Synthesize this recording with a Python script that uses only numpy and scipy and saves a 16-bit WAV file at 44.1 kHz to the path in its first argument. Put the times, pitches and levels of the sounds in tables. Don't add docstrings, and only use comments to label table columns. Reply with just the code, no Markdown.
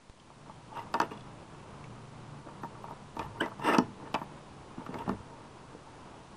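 import sys
import numpy as np
from scipy import signal
from scipy.fft import rfft, irfft, next_fast_len
from scipy.io import wavfile
from scipy.ndimage import uniform_filter1d

SR = 44100
rng = np.random.default_rng(int(sys.argv[2]) if len(sys.argv) > 2 else 0)


def int16_out(signal):
    q = np.round(np.clip(np.atleast_2d(signal).T, -1, 1) * 32767)
    wavfile.write(sys.argv[1], SR, q.astype(np.int16))


def invert_db(x):
    u = np.asarray(x, float) / 20
    return 10 ** u


N = 280507


def rms_one(x):
    return x / np.sqrt(np.mean(x ** 2) + 1e-20)


def in_time(rows, outside=None):
    s, *columns = np.transpose(rows)
    return [np.interp(np.arange(N) / SR, s, c, outside, outside) for c in columns]


def ring(clicks, hz, t60_s):
    r = invert_db(-60 / (t60_s * SR))
    w = 2 * np.pi * hz / SR
    return signal.lfilter([0, np.sin(w)], [1, -2 * r * np.cos(w), r * r], clicks + 1e-18)


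def drift(rate_hz):
    r = np.exp(-2 * np.pi * rate_hz / SR)
    settled = signal.lfilter([1], [1, -2 * r, r * r], rng.standard_normal(N + SR))[SR:]
    return rms_one(settled)


def coloured(spectrum):
    hz, db = np.transpose(spectrum)
    size = next_fast_len(N)
    grid_hz = np.maximum(np.arange(size // 2 + 1) * SR / size, 1)
    gain = invert_db(np.interp(np.log(grid_hz), np.log(hz), db))
    return rms_one(irfft(rfft(rng.standard_normal(size)) * gain, size)[:N])


def swell(peak_s, rise_s, fall_s):
    corners_s = [peak_s - rise_s, peak_s, peak_s + fall_s]
    return invert_db(np.interp(np.arange(N) / SR, corners_s, [-18, 0, -18], -200, -200))


def soft(x, top_hz):
    return signal.sosfilt(signal.butter(4, top_hz, fs=SR, output="sos"), x)


def contact(x, touch_s, low_hz):
    force = np.hanning(round(touch_s * SR) + 2)
    pushed = np.convolve(x, force / force.sum())[:N]
    return signal.sosfilt(signal.butter(2, low_hz, "high", fs=SR, output="sos"), pushed)


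def struck(times_s, modes, level_db, pitch_hz, focus_db, chatter_s, rebound_db):
    grip_s, free_t60_s, gripped_cycles = 4.5, 0.1, 26
    uneven_db = 2.5
    late = np.pad(rng.random((len(times_s), 4)), ((0, 0), (1, 0)))
    late[:, 1] = -0.18
    at = ((times_s[:, None] + late * chatter_s) * SR).astype(int)
    scatter = rng.standard_normal((len(times_s), len(modes), 5))
    grip = int(grip_s * SR)
    out = np.zeros(N)
    for k, (hz, db, t60_s) in enumerate(modes):
        away_db = focus_db * np.abs(np.log2(hz / pitch_hz))
        strength_db = (level_db + db - away_db)[:, None] + (late != 0) * rebound_db
        strength_db = strength_db - 6 * np.abs(late) + uneven_db * scatter[:, k]
        clicks = np.zeros(N)
        np.add.at(clicks, at, invert_db(strength_db))
        out[:grip] += ring(clicks[:grip], hz, min(t60_s, free_t60_s))
        out[grip:] += ring(clicks[grip:], hz, min(t60_s, gripped_cycles / hz))
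    return out


# f/Hz, level/dB per Hz
STREET = [(40, -3.5), (120, 1), (300, -0.5), (650, -5.5), (950, -2.5), (1300, -8), (1800, -17.5),
          (3000, -20.5), (5000, -38)]
# f/Hz, width/Hz, level/dB
HUM = [(95, 7.1, -26), (118.9, 2.3, 1.5), (145.9, 8.5, 4), (200, 10.4, 0)]
# t/s, level/dB
HUM_LOAD = [(0.0, -56), (0.69, -51.5), (0.94, -52), (1.2, -50.5), (2.2, -53), (3.24, -50.5), (3.7, -49.5),
            (4.39, -53.5), (4.8, -61), (5.0, -48), (5.4, -60), (6.36, -65.5)]
# f/Hz, level/dB per Hz
HISS = [(20, -16.5), (1500, 3.5), (3700, 2), (9500, -5.5), (14000, -3.5)]


def background():
    street_db, street_fade_db_per_s, hiss_db = -51.5, 0.0167, -66.5
    wake_start_db, wake_s, hiss_follows = -10.5, 0.4, 0.3
    t = np.arange(N) / SR
    wake_db = wake_start_db * np.exp(-(t / wake_s) ** 2)
    street_db = street_db + street_fade_db_per_s * t + wake_db + 1.0 * drift(4.7)
    street = invert_db(street_db) * coloured(STREET)
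    white = rng.standard_normal(N)
    hum = sum(invert_db(db) * rms_one(ring(white, hz, 3.7 / width_hz)) for hz, width_hz, db in HUM)
    hum = invert_db(in_time(HUM_LOAD)[0] + wake_db - 1.0) * rms_one(hum)
    hiss = invert_db(hiss_db + hiss_follows * wake_db + 5) * coloured(HISS)
    return street + hum + hiss


def room(x):
    t60_s, wall_cut_hz = 0.33, 6100
    size = next_fast_len(N + SR)
    w = 2 * np.pi * np.arange(size // 2 + 1) / size
    dull = 1 / (1 + 1j * w * SR / (2 * np.pi * wall_cut_hz))
    echoes = 0
    for k, lag_s in enumerate(rng.uniform(0.006, 0.026, 8)):
        loop = invert_db(-60 * lag_s / t60_s) * dull * np.exp(-1j * w * lag_s * SR)
        echoes = echoes + (-1) ** k * loop / (1 - loop)
    return irfft(rfft(x, size) * echoes, size)[:N]


def bump():
    bump_s, bump_db, fall_s = 0.098, -38, 0.0042
    since_s = np.arange(N) / SR - bump_s
    return invert_db(bump_db) * (since_s > 0) * np.exp(-np.maximum(since_s, 0) / fall_s)


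# peak t/s, rise/s, fall/s, level/dB
SWAY = [
    (3.22, 0.1, 0.19, -43.5),
    (3.85, 0.13, 0.056, -48),
    (4.62, 0.066, 0.058, -52),
    (4.95, 0.076, 0.055, -50),
    (5.11, 0.1, 0.15, -41.5),
    (5.42, 0.079, .05, -61),
]


def sway():
    push = sum(invert_db(db) * swell(s, rise_s, fall_s) for s, rise_s, fall_s, db in SWAY)
    leaf = coloured([(15, -28), (40, -3), (80, -6.5), (105, 6), (140, -14.0), (300, -49)])
    return uniform_filter1d(push, size=200) * leaf


# f/Hz, level/dB, t60/s
LOOSE = [(2300, 1, 0.0032), (2610, 1, 0.023), (2990, -2.5, 0.018), (3360, -2, 0.018), (3720, -0.5, 0.021),
         (4500, 0.5, 0.0055), (4820, 7, 0.0073), (5450, -16, 0.0033), (5880, -0.5, 0.012),
         (7220, -21.5, 0.021), (7230, -8.5, 0.011), (8800, -13, 0.0095), (12100, -18, .005),
         (14000, -22, .005)]
# t/s, peak level/dB, f/Hz
TICKS = [(0.1995, -45, 3150), (0.7352, -49, 2900), (0.7747, -41, 3150), (0.7943, -33, 1980),
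         (0.8394, -43, 1920), (1.11, -41.5, 2430), (1.135, -45, 3360), (1.1746, -44.5, 3410),
         (1.2084, -44, 3460), (1.5998, -47, 2270), (1.842, -34.5, 2240), (3.195, -29.5, 2430),
         (3.23, -40, 2950), (3.4605, -62, 2550), (3.67, -54, 2920), (3.6894, -47, 1990),
         (3.7366, -23, 2600), (3.7481, -23, 2570), (4.143, -25, 3040), (4.1488, -21, 2370),
         (4.9427, -32, 2190), (4.9888, -41, 3250)]


def ticks():
    own_ring_db, own_t60_s = -7, 0.033
    s, db, hz = np.transpose(TICKS)
    modes = [(2000, -8, 0.043)] + LOOSE
    touches = struck(s, modes, db - 12.5, hz, focus_db=19.5, chatter_s=0.008, rebound_db=-3.5)
    since_s = np.arange(2000) / SR
    for at, own_db, own_hz in zip((s * SR).astype(int), db, hz):
        decay = invert_db(own_db + own_ring_db - 60 * since_s / own_t60_s)
        touches[at:at + 2000] += decay * np.sin(2 * np.pi * own_hz * since_s)
    return contact(touches, 0.00005, 2400)


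# t/s, slip f/Hz, level/dB, overtone level/dB re tone
SQUEAK = [
    (3.4, 1400, -48, -14),
    (3.4045, 1480, -35, -3),
    (3.4095, 1510, -24, -1),
    (3.4125, 1640, -23, -12),
    (3.417, 1720, -40, -25),
]


def squeak():
    slips_hz, tone_db, overtone_db = in_time(SQUEAK, outside=-200)
    phase = 2 * np.pi * np.cumsum(slips_hz) / SR
    t = np.arange(N) / SR
    rod_modes = [(4620, -25), (8050, -17.5), (9400, -26.0), (12500, -31), (14050, -22)]   # f/Hz, level/dB
    rod = sum(invert_db(db) * np.sin(2 * np.pi * hz * t) for hz, db in rod_modes)
    octave = invert_db(-1.5) * np.sin(2 * phase)
    return invert_db(tone_db) * (np.sin(phase) + invert_db(overtone_db) * (octave + rod))


def sing():
    sing_s, rise_s, length_s = 3.418, 0.006, 0.06
    sing_hz, width_hz, sing_db = 1990, 35, -39
    tone = rms_one(ring(rng.standard_normal(N), sing_hz, 1.8 / width_hz))
    return invert_db(sing_db) * swell(sing_s, rise_s, length_s) * tone


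# f/Hz, level/dB, t60/s
STOP_RING = [(2724, -49, .1), (2930, -52, .1), (5512, -29, .012), (5512, -54, .2)]


def rod_stop():
    stop_s = 3.7845
    click = (np.arange(N) == round(stop_s * SR)) * 1.0
    return sum(invert_db(db) * ring(click, hz, t60_s) for hz, db, t60_s in STOP_RING)


# t/s, effort/dB
SLIDE = [
    (3.585, -53),
    (3.6, -55),
    (3.625, -38.5),
    (3.647, -33),
    (3.695, -25),
    (3.723, -29),
    (3.749, -25.5),
    (3.765, -31.5),
    (3.784, -34.5),
]
SLIDE_MIX_DB = (-3, -1.5, -5, -14)
# peak t/s, half length/s, plate level/dB, panel/dB re plate, steel/dB re plate
RUBS = [(0.73, 0.042, -45.5, -10, -21), (0.783, 0.054, -40.5, -11, -17), (0.845, 0.1, -52.5, 0, -20),
        (2.473, 0.03, -52, 7.5, -22), (2.909, 0.034, -41.5, -10, -26), (3.255, 0.038, -46, -6, -10),
        (3.375, 0.15, -47.5, -5, -15), (3.484, 0.017, -45, -1, -34), (3.52, 0.012, -40, -14, -24),
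        (4.025, 0.061, -48.5, 2.5, -16), (4.074, 0.032, -49, 7, -5), (4.817, 0.057, -49, -0.5, -11),
        (4.949, 0.095, -47, 6, -7.5), (5.01, 0.03, -38.5, -2, -15), (5.063, 0.047, -46, 0.6, -9.5),
        (5.312, 0.2, -52, 1, -19), (5.873, 0.032, -49, -22, -21)]
# t/s, length/s, plate level/dB, panel/dB re plate, steel/dB re plate
RATTLES = [
    (0.947, 0.046, -32, -0.5, -10),
    (1.019, 0.047, -37.5, 4.5, -3.5),
    (1.114, 0.068, -45.5, 1.5, -11),
    (3.197, 0.054, -34.5, -11, -10),
    (3.415, 0.072, -39, 7, -2.5),
    (4.15, 0.05, -30.5, -17, -17),
    (4.867, 0.017, -43, -25, -8),
    (5.088, 0.065, -40.5, 10, -8),
]
# peak t/s, half length/s, level/dB
SCUFFS = [
    (0.756, 0.026, -57),
    (0.8, 0.049, -59.5),
    (1.118, 0.014, -51.5),
    (1.14, 0.012, -66),
    (1.178, 0.016, -60),
    (1.2, 0.0095, -61),
    (4.989, 0.005, -46.5),
]


def pressures():
    rattle_rise_s, rod_re_hasp_db, catch_db = 0.006, -9.5, 1.5
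    gains = invert_db(in_time(SLIDE, outside=-200)[0] + np.array(SLIDE_MIX_DB)[:, None])
    shapes = [(s, half_s, half_s, *mix) for s, half_s, *mix in RUBS]
    shapes += [(s, rattle_rise_s, *rest) for s, *rest in RATTLES]
    for s, rise_s, fall_s, db, panel_db, steel_db in shapes:
        mix_db = np.array([[0], [panel_db], [steel_db], [steel_db + rod_re_hasp_db]])
        gains = gains + swell(s, rise_s, fall_s) * invert_db(db + mix_db)
    gains[-1] += sum(invert_db(db) * swell(s, half_s, half_s) for s, half_s, db in SCUFFS)
    waver = np.array([drift(16.7) for body in gains])
    return uniform_filter1d(gains, size=200, axis=1) * invert_db(catch_db * waver)


def rubbed(modes, grit, damping):
    rings = 0
    for k, (hz, db, t60_s) in enumerate(modes):
        rings = rings + invert_db(db) * (-1) ** k * ring(grit[k % 2], hz, t60_s * damping)
    return rms_one(rings)


# f/Hz, level/dB, t60/s
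PANEL = [(84.5, -22, 0.12), (126, -23, 0.086), (192, 3, 0.11), (254, 5, 0.072), (300, -30.5, 0.029),
         (316.7, 6.5, 0.085), (362, -2, 0.14), (440, 7, 0.11), (481, 9.5, 0.047), (589, 10, 0.045)]
PLATE = [(669.5, -9.5, 0.082), (777, -21, 0.27), (873, 0, 0.13), (946, -3, 0.049), (928.6, 3, 0.15),
         (1011, -6, 0.15), (1138, 0, 0.05)]
HASP = [(1275, 9, 0.019), (1394, 0.5, 0.026), (1619, 1, 0.027), (1784, 0, 0.072), (1990, -8.5, 0.028)]
ROD = [(2610, -23, 0.022), (2800, 12, 0.026), (3110, -2.5, 0.042), (3430, 4, 0.018), (3870, -14.5, 0.014),
       (5200, -0.5, 0.0081), (5630, -11.5, .015), (5700, -10, 0.014), (7660, -13, 0.02), (8340, -8, 0.026),
       (9650, -13, 0.024), (10400, -38, 0.025), (12500, -14, 0.015), (13600, -22, .01)]


def strokes():
    catches_hz = 4500 * invert_db(3.0 * drift(120))
    caught = rng.random((2, N)) < catches_hz / SR
    force = invert_db(2.9 * np.minimum(rng.exponential(1, (2, N)), 4))
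    grit = caught * force * rng.choice([-1, 1], (2, N))
    plate, panel, hasp, rod = pressures()
    blunt = plate * rubbed(PLATE, grit, 0.82)
    blunt += panel * rubbed(PANEL[2:], grit, 0.37)
    blunt += hasp * rubbed(HASP, grit, 0.96)
    rub = soft(blunt, top_hz=2040) + rod * rubbed(ROD[:5], grit, 0.7)
    brighter = (rod / invert_db(-49)) ** 0.16 * invert_db(-9.5)
    rub += rod * brighter * rubbed(ROD[5:], grit, 0.83)
    return signal.sosfilt(signal.butter(4, 250, "high", fs=SR, output="sos"), rub)


# t/s, plate peak level/dB, panel, hasp, crack/dB re plate
CLACKS = [(0.769, -33.5, -11, -5.5, -21), (0.941, -16.5, -15.5, -8.5, -8), (1.001, -17, -10, -2, -6),
          (1.016, -23.5, -12, -8, -4), (1.116, -34.5, -4, -16, -18), (2.634, -31, -6.5, -4, -17),
          (3.167, -28.5, -5, -17, -14), (3.193, -25, -9.5, -17, -7), (3.409, -28.5, -1.5, -8, -10),
          (3.46, -25, -29, -34, -14), (3.595, -32.5, -11, -24, -12), (3.784, -18, 5, -10, -2),
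          (3.787, -16.5, -2.5, -8, -19), (4.143, -16.5, -11, -12.5, -14.5), (4.215, -27.5, -9, -11, -26),
          (4.863, -34.5, -11, -5.5, -8.5), (4.943, -28.5, -9, -7, -12), (5.093, -20.5, -2, -12.5, -13.5)]
# t/s, plate peak level/dB, hasp/dB re plate
TAPS = [(0.302, -39.5, -25), (0.46, -43.5, -12), (0.496, -34, -29), (2.486, -38, -6.5), (2.645, -27, -30),
        (2.752, -37.5, -9), (2.841, -29, -21), (2.883, -38, -5.5), (2.909, -31.5, -30), (3.481, -59, -21),
        (3.517, -35, -28), (5.7, -43, -14), (4.153, -25, -24)]
# t/s, panel peak level/dB, plate/dB re panel, panel f/Hz
THUDS = [
    (3.804, -30, -27, 320),
    (4.78, -26.5, -12, 239),
    (4.89, -30.5, -9, 254),
    (4.955, -32, 0, 293),
    (5.077, -22, -4, 231),
    (5.748, -38, -7, 440),
    (6.14, -49, 4, 188),
    (3.7836, -21, -14, 245),
    (5.113, -30.5, -16, 200),
]


def blows():
    clacks = [(*row, 320) for row in CLACKS]
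    taps = [(s, db, -6, hasp_db, -24, 150) for s, db, hasp_db in TAPS]
    thuds = [(s, db + plate_db, -plate_db, -39, -26, hz) for s, db, plate_db, hz in THUDS]
    return clacks + taps + thuds


def knocks():
    s, plate_db, panel_db, hasp_db, crack_db, panel_hz = np.transpose(blows())
    plate = struck(s + 0.00085, PLATE, plate_db - 9.5, 930, focus_db=4, chatter_s=0.00881, rebound_db=-7.5)
    panel = struck(s, PANEL, plate_db + panel_db - 6.5, panel_hz,
                   focus_db=23.0, chatter_s=0.0057, rebound_db=-10.5)
    hasp = struck(s + 0.00057, HASP, plate_db + hasp_db - 13.5, 2310,
                  focus_db=-14, chatter_s=0.012, rebound_db=-7.0)
    crack = struck(s, LOOSE, plate_db + crack_db - 15.5, 4000, focus_db=-3.0, chatter_s=0.004, rebound_db=-6)
    body = contact(plate, 0.00069, 616) + contact(panel, 0.0013, 155) + contact(hasp, 0.0006, 1100)
    return soft(body, top_hz=2560) + contact(crack, 0.00005, 2300)


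def scene():
    room_db = -24.5
    door = knocks() + ticks() + rod_stop() + strokes() + squeak() + sing()
    door = signal.sosfilt(signal.butter(4, 110, "high", fs=SR, output="sos"), door)
    return (door + invert_db(room_db) * room(door) + sway() + background() + bump())[None]


# low f/Hz, high f/Hz, opening level/dB
TOP_BANDS = [(10355, 10800, -40.5), (11300, 12200, -29.5), (11600, 12760, -45.5), (12500, 18800, -27),
             (13100, 14400, -20)]


def gated_treble(x):
    frame, frame_start = 1024, 187
    size = next_fast_len(N)
    spectrum = rfft(x, size)
    hz = np.arange(size // 2 + 1) * SR / size
    mids = irfft(spectrum * (hz > 600) * (hz < 4000), size)[:N]
    power = uniform_filter1d(mids ** 2, size=frame)[frame_start::frame]
    out = irfft(spectrum * (hz < TOP_BANDS[0][0]), size)[:N]
    for low_hz, high_hz, open_db in TOP_BANDS:
        is_open = np.repeat(power > invert_db(2 * open_db), frame) * 1.0
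        is_open = np.pad(is_open, (0, frame))[frame // 2 - frame_start:][:N]
        band = irfft(spectrum * (hz >= low_hz) * (hz < high_hz), size)[:N]
        out += uniform_filter1d(is_open, size=256) * band
    return out


def roll_off(x):
    return signal.sosfilt(signal.butter(12, 14540, fs=SR, output="sos"), x)


def record(dry):
    offset = -0.0004
    mix = gated_treble(dry[0])[None] + offset
    return roll_off(mix)


dry = scene()
out = record(dry)
int16_out(out)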